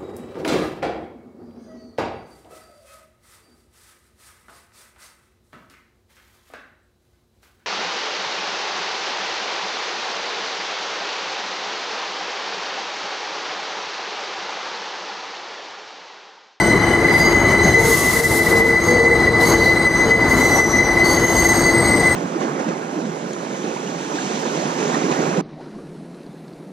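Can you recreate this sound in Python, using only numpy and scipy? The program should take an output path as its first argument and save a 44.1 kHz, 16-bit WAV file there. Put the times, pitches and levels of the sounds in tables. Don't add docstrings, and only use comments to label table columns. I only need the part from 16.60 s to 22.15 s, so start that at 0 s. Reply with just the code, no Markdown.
import sys
import numpy as np
from scipy import signal
from scipy.fft import rfft, irfft, next_fast_len
from scipy.io import wavfile
from scipy.ndimage import uniform_filter1d

SR = 44100
rng = np.random.default_rng(int(sys.argv[2]) if len(sys.argv) > 2 else 0)


def persist_wave(psi):
    counts = np.round(np.clip(psi, -1, 1) * 32767).astype(np.int16)
    wavfile.write(sys.argv[1], SR, np.atleast_2d(counts).T)


def attenuation_scalar(level_db):
    decades = np.asarray(level_db, float) / 20
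    return 10 ** decades


N = 244755
STEP = 20
MODES_FOLLOW = 0.608


def drift(rate, size=N, full=True):
    r = np.exp(-2 * STEP * np.pi * rate / SR)
    slow = signal.lfilter([1], [1, -2 * r, r * r], rng.standard_normal(size // STEP + 1001))[1000:]
    slow = slow * np.sqrt((1 - r * r) ** 3 / (1 + r * r))
    if not full:
        return slow
    return np.interp(np.arange(size) / STEP, np.arange(len(slow)), slow)


def load():
    # t/s, level/dB
    level_points = [(0, -22.5), (1.1, -21.5), (1.27, -23.5), (1.38, -26.5), (1.82, -28), (1.92, -21.5),
                    (2.17, -28), (2.28, -24), (2.6, -24.5), (2.85, -21.5), (3.25, -25), (3.5, -23),
                    (4.0, -23.5), (4.9, -23), (5.3, -23.5), (5.55, -24)]
    s, level_db = np.transpose(level_points)
    mean_db = -24
    return np.interp(np.arange(N) / SR, s, level_db) - mean_db


def bursts(rows, rise_db_s, fall_db_s):
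    t = np.arange(0, N + STEP, STEP) / SR
    s, length, level_db = np.transpose(rows)[:3, :, None]
    rise = rise_db_s * np.maximum(s - t, 0)
    fall = fall_db_s * np.maximum(t - s - length, 0)
    return level_db - rise - fall


def over_rest(coarse_db, rest_db):
    loudest = coarse_db.max(axis=0)
    return np.maximum(np.interp(np.arange(N) / STEP, np.arange(len(loudest)), loudest), rest_db)


def at_hz(points, hz):
    table_hz, value = np.transpose(points)
    return np.interp(np.log(hz), np.log(table_hz), value)


def leaning(hz):
    # f/Hz, left minus right level/dB
    lean = [(60, 3), (700, 3), (2400, 2), (4400, 1.0), (8000, 0.2), (13000, 0.5)]
    return attenuation_scalar(at_hz(lean, hz) / 2 * np.array([[1], [-1]]))


def banded_noise(spectrum, patchy_db):
    # f/Hz, left-right likeness (0-1)
    likeness = [(60, 1), (500, 1), (1400, 0.94), (3000, 0.58), (8000, 0.65), (13000, 0.011)]
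    size = next_fast_len(N)
    low_hz, high_hz = spectrum[0][0], spectrum[-1][0]
    hz = np.maximum(np.arange(size // 2 + 1) * SR / size, 1)
    alike = np.clip(at_hz(likeness, hz), 0, 1)
    mid, side = rfft(rng.standard_normal((2, size)))
    pair = np.array([np.sqrt(1 + alike) * mid + sign * np.sqrt(1 - alike) * side for sign in (1, -1)])
    pair = pair * attenuation_scalar(at_hz(spectrum, hz)) * leaning(hz) * (hz > low_hz) * (hz < high_hz)
    per_octave = 1.5
    place = np.log2(hz / low_hz) * per_octave
    out = 0
    for k in range(int(place[-1]) + 1):
        if low_hz * 2 ** ((k - 1) / per_octave) < high_hz:
            share = np.clip(1 - np.abs(place - k), 0, 1)
            out = out + attenuation_scalar(patchy_db * drift(7.9)) * irfft(pair * share, size)[:, :N]
    return out / np.sqrt(np.mean(out.mean(axis=0) ** 2))


def wheels(hz, spread_hz, wander_hz, flicker_db, count, twice_db=-60.0, rough=.3, rough_hz=60,
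           width=0.54, limit=0.14, size=N):
    def chance(rate):
        return drift(rate, size, False)

    swing, sides = 0, np.array([[1], [-1]])
    for off in np.linspace(-1, 1, count) if count > 1 else [0]:
        detune = spread_hz * off + wander_hz * (chance(2.5) + 0.77 * chance(20.6))
        turn = 2 * np.pi * (np.cumsum(detune) * STEP / SR + rng.random())
        apart = (-.13 + width * chance(3.5)) * sides
        swing = swing + attenuation_scalar(flicker_db * chance(9.5)) * np.exp(1j * (turn + apart))
    swing = swing / (np.abs(swing).mean(axis=0) + 0.00093) ** np.clip(limit, 0, 1)
    power = uniform_filter1d(np.mean(np.abs(swing) ** 2, axis=0), size=170)
    swing = swing / np.sqrt(power + 1e-6)
    for share, reach_hz in ((rough, rough_hz), (0.17 * rough, 2.9 * rough_hz)):
        swing = swing + share * (chance(reach_hz) + 1j * chance(reach_hz)) * np.exp(-.2j * sides)
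    carrier = np.exp(2j * np.pi * np.cumsum(hz + np.zeros(size)) / SR)
    tone = signal.resample_poly(swing, STEP, 1, axis=1)[:, :size] * carrier
    octave = attenuation_scalar(twice_db) * tone ** 2
    out = (tone + octave).real * leaning(np.mean(hz))
    return out / np.sqrt(np.mean(out.mean(axis=0) ** 2))


def catches(table, twice_db, rough, width, rough_hz=60):
    size = SR
    out = np.zeros((2, N + size))
    t = np.arange(size) / SR - .5
    for s, length, hz, level_db in table:
        start = round(s * SR)
        shape = attenuation_scalar(level_db) * np.exp(-(2 * t / length) ** 4)
        tone = wheels(hz, 0, 0.00361 * hz, 0.33, count=1, twice_db=twice_db, rough=rough,
                      rough_hz=rough_hz, width=width, size=size)
        out[:, start:start + size] += shape * tone
    return out[:, SR // 2:SR // 2 + N]


def rolling():
    # f/Hz, level/dB per Hz
    rumble = [(18, -16), (30, -10), (50, 1), (100, 3.5), (250, 3.5), (400, 3), (550, -5.5), (800, -13)]
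    # f/Hz, level/dB per Hz
    roar = [(300, -2), (480, -2), (700, 0), (1000, -1.5), (1500, -6.5), (2000, -9.5), (2500, -23),
            (3500, -23.5), (6000, -28), (12000, -33.5)]
    # t/s, level/dB
    joints = [
        (.12, -18),
        (.45, -22.5),
        (1.06, -16),
        (1.7, -22.5),
        (2.902, -17),
        (3.469, -20.5),
        (4.171, -20.5),
        (5.23, -21),
    ]
    rise_db_s, fall_db_s, clatter_db = 82, 68, -3.5
    thumps = [(s, 0.027, level_db) for s, level_db in joints]
    rumble_db = over_rest(bursts(thumps, rise_db_s, fall_db_s), -23 + load())
    clatter = bursts(thumps, 3 * rise_db_s, 1.3 * fall_db_s) + clatter_db
    roar_db = over_rest(clatter, -25 + load())
    low = attenuation_scalar(rumble_db) * banded_noise(rumble, patchy_db=1.26)
    return low + attenuation_scalar(roar_db) * banded_noise(roar, patchy_db=1.4)


def hum():
    # f/Hz, level/dB
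    orders = [
        (169.5, -15.5),
        (339, -2.5),
        (848, -16),
        (1680, -31),
    ]
    # t/s, length/s, level/dB
    pulls = [
        (0, 1.18, -24.5),
        (1.8, 0.2, -23.5),
        (2.28, 0.25, -23.5),
        (2.8, 0.18, -23),
        (3.2, 0.3, -27),
        (3.75, 0.41, -25.5),
        (4.3, 0.71, -24),
        (5.15, 0.12, -23),
    ]
    rest_db, follows = -30, 0.44
    level_db = over_rest(bursts(pulls, rise_db_s=56, fall_db_s=18), rest_db) + follows * load()
    out = 0
    for hz, order_db in orders:
        tone = wheels(hz, 0, wander_hz=1.2, flicker_db=-3.0, count=1, rough=0.086, width=0.065)
        out = out + attenuation_scalar(level_db + order_db) * tone
    return out


def city():
    # f/Hz, level/dB per Hz
    air = [(2500, -30), (8000, 0), (14000, -1), (15150, 1), (15600, -20)]
    return attenuation_scalar(-51) * banded_noise(air, patchy_db=1.2)


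def flange():
    # f/Hz, level/dB per Hz
    bright_hiss = [(2500, -4), (3500, -2), (4500, 0), (6500, 1.5), (8750, 2.5), (11000, 2.5), (13000, 1),
                   (14600, -2.5), (15600, -7)]
    # f/Hz, level/dB per Hz
    far_hiss = [(2500, -5), (5000, 3), (8000, -6), (11000, -7), (13000, -9), (15100, -13), (15600, -24)]
    # t/s, length/s, level/dB
    rubs = [(0, 0.17, -45.5), (.53, 0.088, -41), (.68, 0.079, -45), (.88, 0.041, -43), (1.03, 0.11, -43),
            (1.2, 0.031, -36.5), (1.245, 0.2, -31), (1.42, 0.19, -32.5), (1.63, 0.14, -32),
            (1.82, 0.12, -36), (1.93, 0.064, -37.5), (2.05, 0.04, -42.5), (2.24, 0.078, -43.5),
            (2.815, 0.021, -34.5), (2.85, 0.052, -35), (2.93, .025, -40), (2.97, 0.12, -44),
            (3.7, 0.31, -41), (4.07, 0.11, -48), (4.36, 0.055, -46), (4.45, 0.1, -39), (4.55, .13, -42),
            (4.68, 0.32, -40.5), (5.08, 0.3, -43.5), (5.4, 0.19, -44.5)]
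    rest_db, follows = -49.5, 0.26
    level_db = over_rest(bursts(rubs, rise_db_s=600, fall_db_s=140), rest_db + follows * load())
    hard = np.clip(uniform_filter1d((level_db + 49.0) / 14, size=1500), 0, 1)
    bright = np.sqrt(hard) * banded_noise(bright_hiss, patchy_db=1.5)
    dull = np.sqrt(1 - hard) * banded_noise(far_hiss, patchy_db=1.0)
    return attenuation_scalar(level_db + 4.0 + 0.77 * drift(22)) * (bright + dull)


def high_modes():
    # resting f/Hz, sag/Hz, spread/Hz, octave level/dB
    modes = [
        (4590, 64, 22, -37),
        (6092, 125, 28, -28),
        (6514, 95, 34, -22),
        (8380, 45, 20, -40),
    ]
    rests = [-48, -47.5, -47, -47.5]
    # t/s, length/s, level/dB, share of the sag (0-1)
    slips_4k5 = [(0, .03, -40, 0.14), (0.55, .14, -47, 0.2), (1.047, 0.051, -41, 0.27),
                 (2.27, 0.15, -39.5, 0.31), (2.854, 0.056, -30.5, 0.99), (3.001, 0.067, -36.5, 0.66),
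                 (3.459, 0.053, -44.5, .2), (3.676, 0.35, -44, 0.17), (4.447, 0.07, -30.5, 0.94),
                 (4.767, 0.092, -37, 0.84), (4.951, .16, -34.5, 0.5), (5.195, 0.11, -38, 0.48),
                 (5.372, 0.13, -43, 0.55)]
    slips_6k = [(.02, 0.078, -36, 0.47), (.2, .1, -39.5, .4), (.9, .1, -42, 0.295), (1.031, 0.11, -37, .3),
                (2.88, 0.21, -41, 0.41), (3.269, 0.066, -38, 0.1), (3.349, 0.06, -36.5, 0.21),
                (3.699, 0.11, -43.5, 0.31), (3.83, 0.074, -33.5, 0.88), (3.93, 0.083, -29, 0.98),
                (4.038, 0.12, -27.5, 1), (4.22, 0.053, -31, 0.93), (4.4, 0.16, -40, 0.29),
                (4.699, 0.3, -40, 0.35), (5.0, 0.028, -39, 0.2), (5.3, 0.16, -41, 0.055)]
    slips_6k4 = [(0, 0.21, -44, 0.079), (0.602, .2, -33.5, 0.22), (.85, 0.074, -36, 0.062),
                 (1.041, 0.047, -28, 0.54), (1.171, 0.19, -32.5, 0.089), (1.4, 0.17, -37, 0.52),
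                 (2.229, 0.091, -33, 0.55), (2.401, 0.055, -39.5, 0.3), (2.872, 0.02, -25.5, 0.9),
                 (2.896, .03, -28, 0.66), (3.36, 0.2, -38, 0.038), (3.681, 0.22, -36, 0.41),
                 (3.95, 0.066, -34, 0.23), (4.08, .1, -34.5, 0.31), (4.45, .03, -34.5, 0.593),
                 (4.49, 0.089, -28.5, 0.86), (4.641, 0.074, -26.5, 0.95), (4.763, .15, -25.5, 1),
                 (4.97, 0.11, -29, 0.61), (5.221, 0.043, -36.5, 0.17), (5.401, .1, -38.5, 0.086)]
    slips_8k4 = [(0, 0.12, -37.5, 0.089), (.22, 0.17, -43, 0.026), (0.902, 0.23, -43, 0.097),
                 (2.201, .4, -45.5, 0.43), (2.858, 0.092, -47, 0.11), (3.17, 0.22, -40.5, 0.088),
                 (3.88, 0.29, -44, 0.055), (4.472, 0.081, -40.5, 0.74), (4.752, 0.096, -34, 0.897),
                 (4.898, 0.17, -33, 0.95), (5.15, 0.21, -28.5, 0.94), (5.4, 0.13, -31.5, 0.76)]
    pull_db = 4.5
    out = 0
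    all_slips = (slips_4k5, slips_6k, slips_6k4, slips_8k4)
    for (hz, sag_hz, spread_hz, twice_db), slips, rest_db in zip(modes, all_slips, rests):
        each_db = bursts(slips, rise_db_s=447.5, fall_db_s=131.5)
        rest_db = rest_db + MODES_FOLLOW * load()
        level_db = over_rest(each_db, rest_db)
        share = np.repeat(np.array(slips)[each_db.argmax(axis=0), 3], STEP)[:N]
        sag = sag_hz * share * np.clip((level_db - rest_db) / pull_db, 0, 1)
        octave_db = twice_db + 0.54 * (level_db + 27)
        tone = wheels(hz - uniform_filter1d(sag, size=2000), spread_hz, wander_hz=12, flicker_db=5.0, count=3,
                      twice_db=octave_db, rough=0.46, rough_hz=89, width=0.36, limit=0.13)
        out = out + attenuation_scalar(level_db) * tone
    return out


def ringing_modes():
    # f/Hz, spread between wheels/Hz, roughness (0-1)
    modes = [
        (3023, 38, 0.67),
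        (4036, 16, 0.76),
        (4790, 6, 0.6),
    ]
    rests = [-56.5, -41.5, -49.5]
    # t/s, length/s, level/dB
    rings_3k = [(0.007, 0.27, -41), (0.277, 0.057, -36), (0.497, 0.12, -46), (0.647, 0.48, -42.5),
                (1.246, 0.1, -56), (2.83, 0.13, -44.5), (3.477, 0.063, -44), (3.693, 0.15, -48),
                (4.407, 0.077, -47), (4.565, 0.27, -44.5)]
    rings_4k = [(0.101, 0.055, -33.5), (0.2, 0.11, -39), (0.983, 0.04, -34), (1.034, 0.061, -31.5),
                (1.129, .03, -35), (1.68, .3, -43), (2.1, .35, -43), (2.559, 0.045, -36.5),
                (2.622, .03, -36), (2.697, 0.059, -35.5), (2.813, 0.03, -34), (2.86, 0.053, -34),
                (2.975, 0.12, -33), (3.16, 0.077, -37.5), (3.34, .15, -38), (3.747, 0.14, -36.5),
                (3.92, .08, -41), (4.1, 0.21, -38.5), (5.253, 0.037, -36)]
    rings_4k8 = [(0.536, 0.16, -35), (1.95, 0.89, -51), (2.6, .4, -45.5), (3.05, 0.12, -52),
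                 (3.221, 0.097, -42), (3.4, 0.24, -44.5), (4.4, 0.13, -44), (4.699, 0.26, -42.5),
                 (5.05, 0.15, -43), (5.251, 0.21, -43)]
    out = 0
    for (hz, spread_hz, rough), rings, rest_db in zip(modes, (rings_3k, rings_4k, rings_4k8), rests):
        each_db = bursts(rings, rise_db_s=350, fall_db_s=115)
        level_db = over_rest(each_db, rest_db + MODES_FOLLOW * load())
        tone = wheels(hz, spread_hz, wander_hz=.4 * spread_hz, flicker_db=3, count=3, rough=rough,
                      rough_hz=64.4, width=0.5, limit=.4)
        out = out + attenuation_scalar(level_db) * tone
    return out


def squeal():
    # t/s, length/s, level/dB, f/Hz
    surges_near = [(0.067, 0.012, -22, 2029), (0.105, 0.017, -19, 2014), (0.135, 0.0069, -19.0, 2023),
                   (0.212, 0.017, -24, 2011), (0.224, 0.016, -21, 2019), (0.253, 0.02, -23, 2022),
                   (0.304, 0.011, -19, 2013), (0.339, 0.026, -15, 2011), (0.437, 0.01, -21.5, 2018),
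                   (0.449, 0.015, -16, 2027), (0.5, 0.02, -20.0, 2017), (0.521, 0.022, -23, 2023),
                   (0.562, 0.023, -18.5, 2031), (0.61, 0.013, -18.5, 2014), (0.639, 0.032, -19.0, 2059),
                   (0.674, 0.012, -18.5, 2019), (0.738, 0.044, -17.5, 2024), (0.798, 0.017, -24.5, 2031),
                   (0.853, 0.027, -19.5, 2019), (0.889, 0.018, -18.5, 2005), (0.912, 0.011, -21, 2008),
                   (0.934, 0.019, -16.0, 2012), (0.96, 0.01, -18.5, 2005), (0.987, 0.022, -15.5, 2009),
                   (1.018, 0.016, -16, 2004), (1.047, 0.0067, -16.5, 2008), (1.08, 0.021, -18, 2014),
                   (1.103, 0.012, -18.5, 2001), (1.142, 0.063, -15, 2016), (1.235, 0.033, -20.5, 2027),
                   (1.311, 0.039, -19, 2006), (1.397, 0.03, -25, 2000), (1.451, 0.06, -20.5, 2009),
                   (1.501, 0.011, -21.5, 2022), (1.534, 0.01, -23, 2003), (1.565, 0.012, -20.5, 2021),
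                   (1.591, 0.016, -20, 2015), (1.645, 0.027, -18, 2004)]
    surges_mid = [(1.719, 0.034, -22.5, 2041), (1.768, 0.012, -22.5, 2024), (1.791, 0.029, -20, 2013),
                  (1.87, 0.019, -19, 1990), (1.908, 0.011, -19.0, 2017), (1.928, 0.036, -17.5, 2010),
                  (1.971, 0.02, -17, 2009), (2.011, 0.018, -11.5, 2005), (2.056, 0.014, -17.5, 2018),
                  (2.093, 0.017, -15.5, 2008), (2.12, 0.029, -20.5, 2015), (2.157, 0.036, -17.5, 2012),
                  (2.287, 0.04, -16.5, 2016), (2.341, 0.04, -18, 2016), (2.384, 0.049, -17, 1996),
                  (2.454, 0.036, -16, 2028), (2.496, 0.014, -19, 2019), (2.516, 0.017, -16.5, 2030),
                  (2.55, 0.019, -18, 2012), (2.597, 0.018, -19, 2006), (2.634, 0.026, -18, 2010),
                  (2.673, 0.029, -16.5, 1983), (2.742, 0.018, -14, 2024), (2.767, 0.033, -17, 2000),
                  (2.823, 0.031, -15, 2000), (2.863, 0.017, -18.5, 2020), (2.947, 0.019, -15.5, 2016),
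                  (3.007, 0.029, -18, 2028), (3.064, 0.017, -15.5, 1998), (3.098, 0.039, -17, 2024),
                  (3.164, 0.012, -19, 2014), (3.201, 0.012, -18, 2017), (3.255, 0.03, -14.5, 2017),
                  (3.342, 0.031, -19, 2009), (3.395, 0.047, -15, 2018), (3.511, 0.045, -12.5, 2018),
                  (3.582, 0.019, -19, 2012), (3.612, 0.021, -18, 2010)]
    surges_far = [(3.654, 0.014, -19.5, 2032), (3.714, 0.0099, -16.5, 2023), (3.742, 0.011, -17.5, 2011),
                  (3.778, 0.011, -19, 1998), (3.81, 0.017, -18.5, 2013), (3.837, 0.043, -17, 2032),
                  (3.922, 0.012, -18.0, 2019), (3.94, 0.013, -18.5, 2022), (3.993, 0.037, -14.5, 2025),
                  (4.043, 0.015, -15.5, 2007), (4.14, 0.014, -15, 2021), (4.16, 0.013, -20.0, 2013),
                  (4.188, 0.042, -16, 2027), (4.26, 0.02, -17.5, 2019), (4.29, 0.04, -19.5, 2013),
                  (4.342, 0.012, -21, 2020), (4.376, 0.051, -16, 2029), (4.43, 0.018, -19, 2023),
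                  (4.458, 0.023, -18.5, 2024), (4.492, 0.014, -23, 2014), (4.516, 0.021, -21.5, 2016),
                  (4.565, 0.016, -19.5, 2003), (4.641, 0.013, -18, 2003), (4.707, 0.016, -20, 2017),
                  (4.771, 0.063, -19.5, 2018), (4.859, 0.0095, -14.5, 2013), (4.899, 0.026, -15, 2004),
                  (5.048, 0.012, -23, 2026), (5.06, 0.041, -18.0, 2020), (5.131, 0.033, -18.5, 2015),
                  (5.165, 0.013, -21, 2025), (5.191, 0.015, -19, 2012), (5.25, 0.012, -20.5, 2012),
                  (5.271, 0.024, -19.5, 2022), (5.317, 0.033, -20, 2032), (5.39, 0.023, -20.5, 2002),
                  (5.434, 0.053, -18, 2031), (5.515, 0.014, -18.5, 2013)]
    surges = np.vstack([surges_near, surges_mid, surges_far])
    each_db = bursts(surges, rise_db_s=902, fall_db_s=910)
    lead = np.repeat(each_db.argmax(axis=0), STEP)[:N]
    turns = np.cumsum(rng.uniform(-.5, .5, len(surges)))[lead]
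    hz = uniform_filter1d(surges[lead, 3], size=500)
    hz = hz + uniform_filter1d(np.gradient(turns) * SR, size=300)
    tones = wheels(hz, spread_hz=1.5, wander_hz=1.5, flicker_db=1.5, count=1, rough=0.18, rough_hz=39.0,
                   width=0.28, limit=0.99)
    skirt_shape = [(1800, -43), (1950, -7.5), (2020, 1.5), (2100, -10.5), (2250, -26.5), (2450, -29.0)]
    skirt = banded_noise(skirt_shape, patchy_db=2.5)
    early = attenuation_scalar(-5 * np.clip(np.arange(N) / SR - .9, 0, 1))
    level_db = over_rest(each_db - 0.25, -28) - 0.082 * load()
    return attenuation_scalar(level_db) * tones + attenuation_scalar(-23.5) * early * skirt


def wheel_chirps():
    # t/s, length/s, f/Hz, level/dB; the 912 Hz one at 1.24 s sits an octave over the rail groan
    chirps = [(.06, .16, 1492, -34), (.135, .05, 490, -27), (.9, .09, 2240, -36), (.9, .25, 1322, -38),
              (3.8, .08, 2135, -33), (5.27, .07, 2215, -36), (.63, .2, 4772, -35), (.66, .08, 2072, -24),
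              (.83, .08, 2215, -36), (1.08, .16, 4955, -43), (1.07, .06, 775, -31), (1.24, .16, 912, -29),
              (1.25, .1, 2130, -32), (1.41, .1, 1135, -32), (2.87, .08, 2222, -34), (2.93, .1, 1132, -33),
              (3.72, .2, 265, -28), (3.98, .08, 1135, -32), (4.12, .06, 1140, -35), (4.9, .6, 5380, -50)]
    return catches(chirps, twice_db=-40, rough=0.14, width=0.09)


def far_whistles():
    # t/s, length/s, f/Hz, level/dB
    whistles = [
        (.25, .5, 10250, -56),
        (3.25, .2, 10280, -54),
        (3.95, .52, 11880, -49),
        (4.85, .45, 11900, -50),
        (5.28, .12, 11900, -50),
        (4.95, .6, 10250, -54),
        (4.5, .14, 10600, -50),
        (4.95, .7, 14800, -56),
        (3.8, .14, 7040, -42),
        (3.92, .32, 8060, -41),
    ]
    return catches(whistles, twice_db=-60, rough=2.5, width=.5, rough_hz=120)


def rail_groans():
    # t/s, length/s, f/Hz, level/dB
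    groans = [(1.2, 0.097, 453.5, -20.5), (1.29, 0.13, 454, -20), (1.6, 0.13, 462, -26.5),
              (1.75, 0.17, 445, -28.5), (2.0, 0.28, 456.8, -21), (2.33, 0.1, 488.5, -21),
              (2.47, 0.26, 462.5, -19.5), (2.72, 0.15, 461.2, -25.5), (2.85, 0.087, 465, -21),
              (3.0, 0.15, 447.5, -23), (3.55, 0.2, 452, -27), (3.9, 0.42, 458, -34),
              (5.4, 0.23, 457.7, -28)]
    return catches(groans, twice_db=-28, rough=0.37, width=.04)


def scene():
    train = rolling() + hum() + flange()
    singing = high_modes() + ringing_modes() + squeal()
    single_wheels = wheel_chirps() + far_whistles()
    return train + city() + singing + single_wheels + rail_groans()


def low_pass(x):
    return signal.sosfilt(signal.butter(12, 15500, fs=SR, output="sos"), x)


def record(dry):
    # t/s, depth/dB
    ducks = [(0.351, 2.5), (0.951, 2), (1.599, 3), (2.005, 2.5), (2.21, 0), (2.69, 3.5), (3.275, 4),
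             (3.521, 3.5), (4.008, 4.5), (4.209, 3), (4.649, 2.5)]
    knee_db, squeeze, release_db_s, makeup_db = -6.5, 0.59, 37.0, 2.0
    peak_db = 20 * np.log10(np.abs(dry).max(axis=0) + 1e-9)
    over = np.maximum(peak_db - knee_db, 0) * squeeze
    ramp = release_db_s * np.arange(N) / SR
    held = np.maximum.accumulate(over + ramp) - ramp
    dips = [(s + 0.01, 0, depth_db) for s, depth_db in ducks]
    ducked = over_rest(bursts(dips, rise_db_s=300, fall_db_s=27.5), 0)
    gain = attenuation_scalar(makeup_db - ducked - uniform_filter1d(held, size=130))
    mix = 1.866 * np.tanh(dry * gain / 1.742)
    return low_pass(mix)


dry = scene()
out = record(dry)
persist_wave(out)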